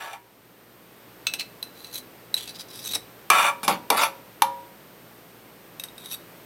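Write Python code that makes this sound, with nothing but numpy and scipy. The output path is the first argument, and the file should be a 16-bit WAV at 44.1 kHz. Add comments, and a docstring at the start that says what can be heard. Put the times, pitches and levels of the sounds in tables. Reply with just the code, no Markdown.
"""Spooning gel from a can into a tin

A steel spoon digs thick gel out of a can on a counter, knocking and scraping its rim, and twice wipes
it off into a small hand-held tin, which clinks and rasps much higher. Impacts excite the free modes
of the metal; stick-slip friction drives its resonances for as long as a stroke lasts.
A quiet small room hums behind, and a camera close by adds its own thin whine."""
import sys
import numpy as np
from scipy import signal
from scipy.fft import rfft, irfft
from scipy.io import wavfile

SR = 44100
rng = np.random.default_rng(int(sys.argv[2]) if len(sys.argv) > 2 else 0)


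def file_out(sig):
    """Save sig as 16-bit WAV at sys.argv[1]."""
    # one column per channel
    cols = np.atleast_2d(sig).T
    # limit, then scale
    lim = np.clip(cols, -1, 1)
    pcm = np.round(lim * 32767).astype(np.int16)
    wavfile.write(sys.argv[1], SR, pcm)


N = 284445
TIME = np.arange(N) / SR

# Resonances of the spoon pressed against the can. Each row: frequency in Hz, width in Hz, gain in dB.
SPOON_PEAKS = [(1125, 30, -3), (1680, 45, -7), (2250, 50, -9), (2318, 30, 1), (2380, 30, 2), (2645, 40, -9),
               (2800, 50, -9), (3130, 45, -12), (3455, 50, -9), (3690, 70, -12), (5610, 60, -15),
               (6265, 50, -11), (7480, 130, -17), (8100, 110, -18), (8700, 200, -16), (10600, 160, -17)]
# Spectra of contact noise on the can and on the tin. Each row: frequency in Hz, relative level in dB.
CAN_GRIT = [(60, -24.5), (1200, 17.5), (2500, 4.5), (3700, 9), (4800, 6.5), (6200, 6.5), (7100, -2.5),
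            (8800, 4), (11500, 6.5), (14000, 2.5), (16000, -43)]
TIN_GRIT = [(60, 0), (300, -18.5), (1000, 0.5), (2000, 1), (2700, 1), (4500, -0.5), (5400, 4), (6500, 1.5),
            (7300, -23), (8200, 12), (9400, -3), (11500, 9), (14000, -4), (16000, -11)]


def can_knocks():
    """Impact excitation: the wall flexes with a crack, can and spoon ring on, the counter thumps."""
    # Blows on the can. Each row: time in seconds, wall flex in dB, its pitch in Hz, then can ring,
    # spoon ring, counter thump, hollow thud and crack, all in dB.
    knocks = [(0.132, -12, 790, -46.5, 6, -67, -58, -48), (3.3013, 8, 1225, -44, 32.5, -63, -27, -6.5),
              (3.631, -10, 1120, -49, -2, -38, -32, -24), (3.679, 2, 1123, -32, 18, -24.5, -20, -11),
              (3.902, 7.5, 971, -20, 24.5, -48, -19.5, -7.5), (4.42, 12.5, 949, -16, 19.5, -66, -59, -7.5)]
    # Free modes of the can. Each row: frequency in Hz, level in dB, 60 dB decay time in seconds.
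    can_modes = [(546, -22, .8), (824, 0, .19), (904, -6, .2), (958, -5, .48), (1023, -22, .29),
                 (1217, -28, .57), (1389, -25, .33), (1787, -25, .26), (3354, -33, .22), (3618, -32, .25),
                 (5426, -35, .29), (9539, -32, .15)]
    # Spectrum of the hollow thud. Each row: frequency in Hz, relative level in dB.
    hollow = [(40, -10), (100, -22), (160, -8.5), (280, 1), (400, 4), (500, 5), (640, 5.5), (800, 12),
              (1500, -10), (4000, -66)]
    body, cracks, spoon, thuds = np.zeros((4, N))
    can_ring = sum((-1) ** k * from_db(db) * mode(hz, t60, rise=.002)
                   for k, (hz, db, t60) in enumerate(can_modes))
    thump = (mode(hz=207.6, t60=.1, rise=.003) - .46 * mode(hz=160, t60=.052, rise=.006)
             + .5 * mode(hz=233, t60=.18, rise=.0014))
    for s, flex_db, wall_hz, can_db, spoon_db, thump_db, thud_db, crack_db in knocks:
        add(body, s, from_db(flex_db) * mode(wall_hz, t60=.02, rise=.0066))
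        add(body, s, from_db(can_db) * can_ring)
        add(body, s, from_db(thump_db) * thump)
        add(thuds, s, from_db(thud_db) * burst(t60=.25, rise=.001))
        add(cracks, s, from_db(crack_db) * (burst(t60=.026) + .032 * burst(t60=.06)))
        add(spoon, s, from_db([spoon_db]))  # a single impulse
    return body + colour(thuds, hollow) + colour(cracks, CAN_GRIT) + resonate(spoon, SPOON_PEAKS)


def can_scrapes():
    """Forced vibration: the same slips shake and flex the wall, ring the spoon, rasp and spit grit."""
    # Drags over the rim. Each row: start and length in seconds; swell, wall, flex, rasp, spoon ring
    # and grit in dB; flex pitch in Hz.
    strokes = [(0.0, .15, -6.5, -45.5, -34, -43, -45.5, -49, 776),
               (3.31, 0.17, -2, -22, -17.5, -25, -20.5, -30, 1100),
               (3.634, 0.018, -4, -51, -40, -42, -28.5, -26.5, 1080),
               (3.68, 0.06, -12, -30.5, -32, -26, -55, -27, 1010),
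               (3.915, 0.055, 2.5, -32, -32, -36.5, -35, -29, 940),
               (3.97, 0.066, 10.5, -25.5, -26.5, -24, -35, -21, 1010)]
    # Wall modes damped by the spoon; two narrow ones linger.
    # Each row: frequency in Hz, width in Hz, gain in dB.
    wall_peaks = [(548, 4, -9), (569, 20, -11), (750, 35, -9), (820, 22, -3), (907, 16, 0), (957, 5, 4),
                  (1125, 26, -2), (1178, 55, 2), (1308, 24, 2), (1383, 24, 1), (1490, 30, -9),
                  (1720, 120, -9)]
    # Spectrum of the rasp. Each row: frequency in Hz, relative level in dB.
    rasp_spectrum = [(40, -92), (100, -48), (200, -10.5), (450, -6.5), (800, 6.5), (1250, 2.5),
                     (1550, -3.5), (2400, 0.5), (3800, -4.5), (6000, -18.5)]
    friction = slips(per_s=1500, spread_db=-2.5, smooth=.62, jerk_db=1.5, jerks_per_s=193)
    shake, flex, rasp, spoon, grit = (
        friction * stroke_gain(strokes, column, attack_s=.0014, release_s=.018) for column in range(3, 8))
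    wall = from_db(19.5) * resonate(shake, wall_peaks) + from_db(-2) * colour(rasp, rasp_spectrum)
    flex_hz = stroke_pitch(strokes)
    overtone = from_db(2.5) * glide(flex, 2.19 * flex_hz, width_hz=80)
    contact = from_db(-13.5) * (glide(flex, flex_hz, width_hz=80) + overtone)  # wall under the spoon
    spoon_ring = from_db(14.5) * resonate(spoon, SPOON_PEAKS)
    return wall + contact + spoon_ring + from_db(-5) * colour(shimmer(grit), CAN_GRIT)


def tin_taps():
    """Damping: gel and fingers choke the tin's base quickly; its rim clatters and rings longer."""
    # Taps on the tin. Each row: time in seconds, then base, rim ring, crack and dull thud in dB.
    taps = [(1.268, -5, -20.5, -31.5, -45), (1.3368, -8, -30, -25, -40.5), (1.3958, -24, -29.5, -38, -44),
            (1.6274, -7, -45, -31, -62), (1.8449, -18, -46.5, -41, -64), (2.3416, 3.5, -46, -23, -57),
            (2.366, -7, -46, -39, -49), (2.476, -23, -41, -43, -47), (2.758, -33, -58, -40, -66),
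            (2.8579, -16, -50, -34, -42), (2.935, -5.5, -60, -29, -41), (2.9554, -8, -66, -34, -30),
            (5.797, -14, -43, -30.5, -62), (5.8371, -16.5, -66, -29, -66), (5.885, -24, -66, -48, -62),
            (5.98, -21, -52, -40.5, -60), (6.058, -19, -66, -37.5, -66), (6.113, -17, -63, -36, -66),
            (6.146, -19, -70, -44, -64)]
    # Free modes of the rim. Each row: frequency in Hz, level in dB, 60 dB decay time in seconds.
    rim_modes = [(2564, -21, .06), (2623, -1, 0.14), (3530, -8, 0.075), (3880, -11, 0.14),
                 (3980, -8, 0.078), (5609, -19, 0.15), (6250, -8, 0.09), (8247, -25, 0.16)]
    # Spectra of the rim's clatter and the dull thud. Each row: frequency in Hz, relative level in dB.
    clatter_spectrum = [(500, -74), (1200, -7), (2100, -12), (2700, 7.5), (3200, -3), (4100, -4),
                        (4800, -0.5), (5500, -5), (6400, -1), (7300, -19), (8300, -3.5), (9500, -21),
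                        (15000, -12)]
    thud_spectrum = [(80, -42), (250, 12), (900, 8.5), (1400, 0), (2200, 9), (5000, -19)]
    body, cracks, clatter, thuds = np.zeros((4, N))
    rim_ring = sum(from_db(db) * mode(hz, t60) for hz, db, t60 in rim_modes)
    for s, base_db, rim_db, crack_db, thud_db in taps:
        add(body, s, from_db(base_db) * mode(base_pitch(s), t60=.015, rise=.0031))
        add(body, s, from_db(rim_db) * rim_ring)
        add(clatter, s, from_db(rim_db) * (2.1 * burst(t60=.021) + .84 * burst(t60=.056)))
        add(cracks, s, from_db(crack_db) * (.5 * burst(t60=.074) + 2 * burst(t60=.015)))
        add(thuds, s, from_db(thud_db) * burst(t60=.072))
    return body + colour(cracks, TIN_GRIT) + colour(clatter, clatter_spectrum) + colour(thuds, thud_spectrum)


def tin_scrapes():
    """Frictional excitation: fine, wet slips ring the base and squeak, with a broad overtone above."""
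    # Wipes round the tin. Each row: start and length in seconds; swell, base ring, squeak and grit
    # in dB; squeak pitch in Hz.
    strokes = [(1.385, 0.031, 5, -32, -26.5, -50, 2710), (1.744, 0.19, 2, -50, -55, -55, 6240),
               (1.926, 0.064, -4, -37.5, -37.5, -41, 6250), (2.368, 0.11, -24, -48, -33.5, -46, 3380),
               (2.472, 0.035, -1, -41, -39, -46.5, 4600), (2.54, 0.018, 10, -40.5, -34, -58, 4770),
               (2.584, 0.028, 4, -37.5, -28.5, -41.5, 4860), (2.678, 0.2, 7, -45.5, -37.5, -47, 5000),
               (2.841, 0.081, 11, -38.5, -39.5, -42.5, 6100), (2.934, 0.018, 17, -30, -26, -34, 5270),
               (5.99, 0.15, 1, -47.5, -65, -51, 5230), (6.1, 0.045, 7, -41, -61, -39, 5400)]
    friction = slips(per_s=1300, spread_db=7, smooth=.4, jerk_db=4, jerks_per_s=140)
    base, contact, grit = (
        friction * stroke_gain(strokes, column, attack_s=.0088, release_s=.008) for column in (3, 4, 5))
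    base_hz = base_pitch(TIME) + 130 * jerks(per_s=63)  # uneven pressure bends the base
    squeak_hz = stroke_pitch(strokes)
    ring = from_db(-2.5) * glide(base, base_hz, width_hz=150)
    squeak = from_db(-9.5) * glide(contact, squeak_hz, width_hz=520)
    overtone = from_db(-6) * glide(grit, 2 * squeak_hz, width_hz=3300)
    return ring + squeak + overtone + from_db(-1.5) * colour(shimmer(grit), TIN_GRIT)


def base_pitch(s):
    """Mass loading: the tin's base sinks in pitch as gel gathers on it."""
    # Resonance of the base. Each row: time in seconds, frequency in Hz.
    pitches = [(1.3, 4040), (2.34, 3966), (2.95, 3880), (6.1, 3764)]
    return np.interp(s, *np.transpose(pitches))


def slips(per_s, spread_db, smooth, jerk_db, jerks_per_s):
    """Stick-slip friction: uneven tiny releases over smooth rubbing, coming in jerks."""
    sizes = from_db(spread_db * rng.uniform(-1, 1, N)) * rng.choice([-1, 1], N)
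    releases = rms_one(sizes * (rng.random(N) < per_s / SR))
    rubbing = smooth * rng.standard_normal(N)
    return rms_one((releases + rubbing) * from_db(jerk_db * jerks(jerks_per_s)))


def stroke_gain(strokes, column, attack_s, release_s):
    """Contact envelope: each stroke bites, swells or eases evenly in dB, and dies as the spoon lifts."""
    gain = np.zeros(N)
    t = TIME[:SR // 2]
    for stroke in strokes:
        start, length, swell_db = stroke[:3]
        pressure = from_db(stroke[column] + swell_db * (np.minimum(t / length, 1) - .5))
        bite = 1 - np.exp(-t / attack_s)
        lift = np.exp(-np.maximum(t - length, 0) / release_s)
        add(gain, start, pressure * bite * lift)
    return gain


def stroke_pitch(strokes):
    """Contact resonance: each stroke touches its own spot, whose pitch holds until the next stroke."""
    start, *_, hz = np.transpose(strokes)
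    return hz[np.maximum(np.searchsorted(start, TIME) - 1, 0)]


def shimmer(x):
    """Modal coupling: a travelling contact favours now one, now another of the metal's high modes."""
    out = 0
    for k, hz in enumerate(np.geomspace(2600, 14800, 14)):
        coupling = (1 + .6 * jerks(per_s=40)) ** 2
        out = out + (-1) ** k * resonate(x * coupling, [(hz, .04 * hz, 2.4)])
    return out


def jerks(per_s):
    """Random modulation: a zigzag between -1 and 1."""
    turns = rng.uniform(-1, 1, 4096)
    return np.interp(TIME * per_s, np.arange(len(turns)), turns)


def resonate(x, peaks):
    """Modal superposition: parallel two-pole resonances of alternating sign."""
    out = 0
    for k, (hz, width, db) in enumerate(peaks):
        r = np.exp(-np.pi * width / SR)
        zeros = [(1 - r * r) / 2, 0, (r * r - 1) / 2]
        poles = [1, -2 * r * np.cos(2 * np.pi * hz / SR), r * r]
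        out = out + (-1) ** k * from_db(db) * signal.lfilter(zeros, poles, x + 1e-18)
    return out


def glide(x, hz, width_hz):
    """Moving resonance: a one-pole filter in a frame that turns with the pitch."""
    turn = np.exp(2j * np.pi * np.cumsum(hz) / SR)
    r = np.exp(-np.pi * width_hz / SR)
    return (turn * signal.lfilter([np.sqrt(2 - 2 * r * r)], [1, -r], x / turn + 1e-18)).real


def colour(x, spectrum):
    """Minimum-phase filtering to the given spectrum; white noise keeps its power."""
    hz, db = np.transpose(spectrum)
    grid = np.fft.rfftfreq(8192, 1 / SR)
    shape = rms_one(from_db(np.interp(np.log(grid + 1), np.log(hz), db)))
    cepstrum = irfft(np.log(shape))
    cepstrum[1:len(grid) - 1] *= 2  # folding onto positive time makes the filter causal
    cepstrum[len(grid):] = 0
    return signal.oaconvolve(x, irfft(np.exp(rfft(cepstrum))))[:N]


def mode(hz, t60, rise=.000095):
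    """Damped oscillation: one decaying sine."""
    return fade(t60, rise) * np.sin(2 * np.pi * hz * TIME[:SR // 2])


def burst(t60, rise=.00049):
    """Modal overlap: countless short-lived modes merge into a decaying puff of noise."""
    return fade(t60, rise) * rng.standard_normal(SR // 2)


def fade(t60, rise):
    """Exponential decay of 60 dB in t60 seconds after a quick rise, half a second in all."""
    t = TIME[:SR // 2]
    return (1 - np.exp(-t / rise)) * np.exp(-np.log(1000) * t / t60)


def add(track, s, sound):
    """Superposition: mix a sound in from time s."""
    start = max(int(s * SR), 0)
    track[start:start + len(sound)] += sound[:N - start]


def from_db(db):
    """Decibels to amplitude gain."""
    return 10 ** (np.asarray(db) / 20)


def rms_one(x):
    """Normalisation to unit power."""
    return x / np.sqrt(np.mean(x ** 2) + 1e-20)


def room(x):
    """Reverberation: early reflections off the counter and the wall, then a short, duller tail."""
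    early, late = np.zeros((2, N))
    add(early, .005, burst(t60=.15, rise=.00085))
    add(late, .012, burst(t60=.36, rise=.012))
    late = colour(late, [(100, 18.5), (1000, -2.5), (4000, -7), (15000, -17.5)])
    response = (from_db(-12) * rms_one(early) + from_db(-15.5) * rms_one(late)) / np.sqrt(N)
    return x + signal.fftconvolve(x, response[:SR])[:N]


def background():
    """Noise floor: room air, hum, and a whine whose phase restarts with each picture the camera takes."""
    # Spectrum of the room air. Each row: frequency in Hz, relative level in dB.
    air_spectrum = [(25, -24), (55, -14), (80, -19), (110, -3), (200, -1), (420, 0), (700, -5),
                    (2000, -10.5), (4000, -16.5), (7300, -23.5), (9000, -22), (11000, -22), (12500, -18.5),
                    (15500, -24)]
    # Slow drift of the whole background. Each row: time in seconds, relative level in dB.
    drift = [(.25, -51), (1.2, -45), (3, -44), (5.6, -45.5), (6.3, -43.5)]
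    # Hum and electronic tones. Each row: frequency in Hz, average rms level in dB.
    tones = [(59, -71), (117, -64.5), (173, -67), (8183, -71)]
    whine_hz, picture_hz, first_picture_s = 14462, 29.97, .0051
    air = rms_one(colour(rng.standard_normal(N), air_spectrum))
    hum = sum(from_db(db) * np.sqrt(2) * np.sin(2 * np.pi * (hz * TIME + rng.random()))
              for hz, db in tones)
    since_picture = (TIME - first_picture_s) % (1 / picture_hz)
    whine = from_db(-55.7) * np.sin(2 * np.pi * whine_hz * since_picture)
    level = from_db(np.interp(TIME, *np.transpose(drift)))
    return level * air * from_db(-4.5) + rms_one(level) * (hum + whine)


def scene():
    """Superposition: spoon, can and tin sound in the room, over its background."""
    metal = can_knocks() + can_scrapes() + tin_taps() + tin_scrapes()
    return (room(metal) + background())[None]


def record(dry):
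    """Saturation and band limiting: the loudest knocks overload; deep bass and the top are cut."""
    ceiling, low_hz, high_hz = 1.3, 60, 15900
    saturated = ceiling * np.tanh(dry / ceiling)
    thinned = signal.sosfilt(signal.butter(2, low_hz, "high", fs=SR, output="sos"), saturated)
    return signal.sosfilt(signal.ellip(10, .1, 80, high_hz, fs=SR, output="sos"), thinned)


dry = scene()
out = record(dry)
file_out(out)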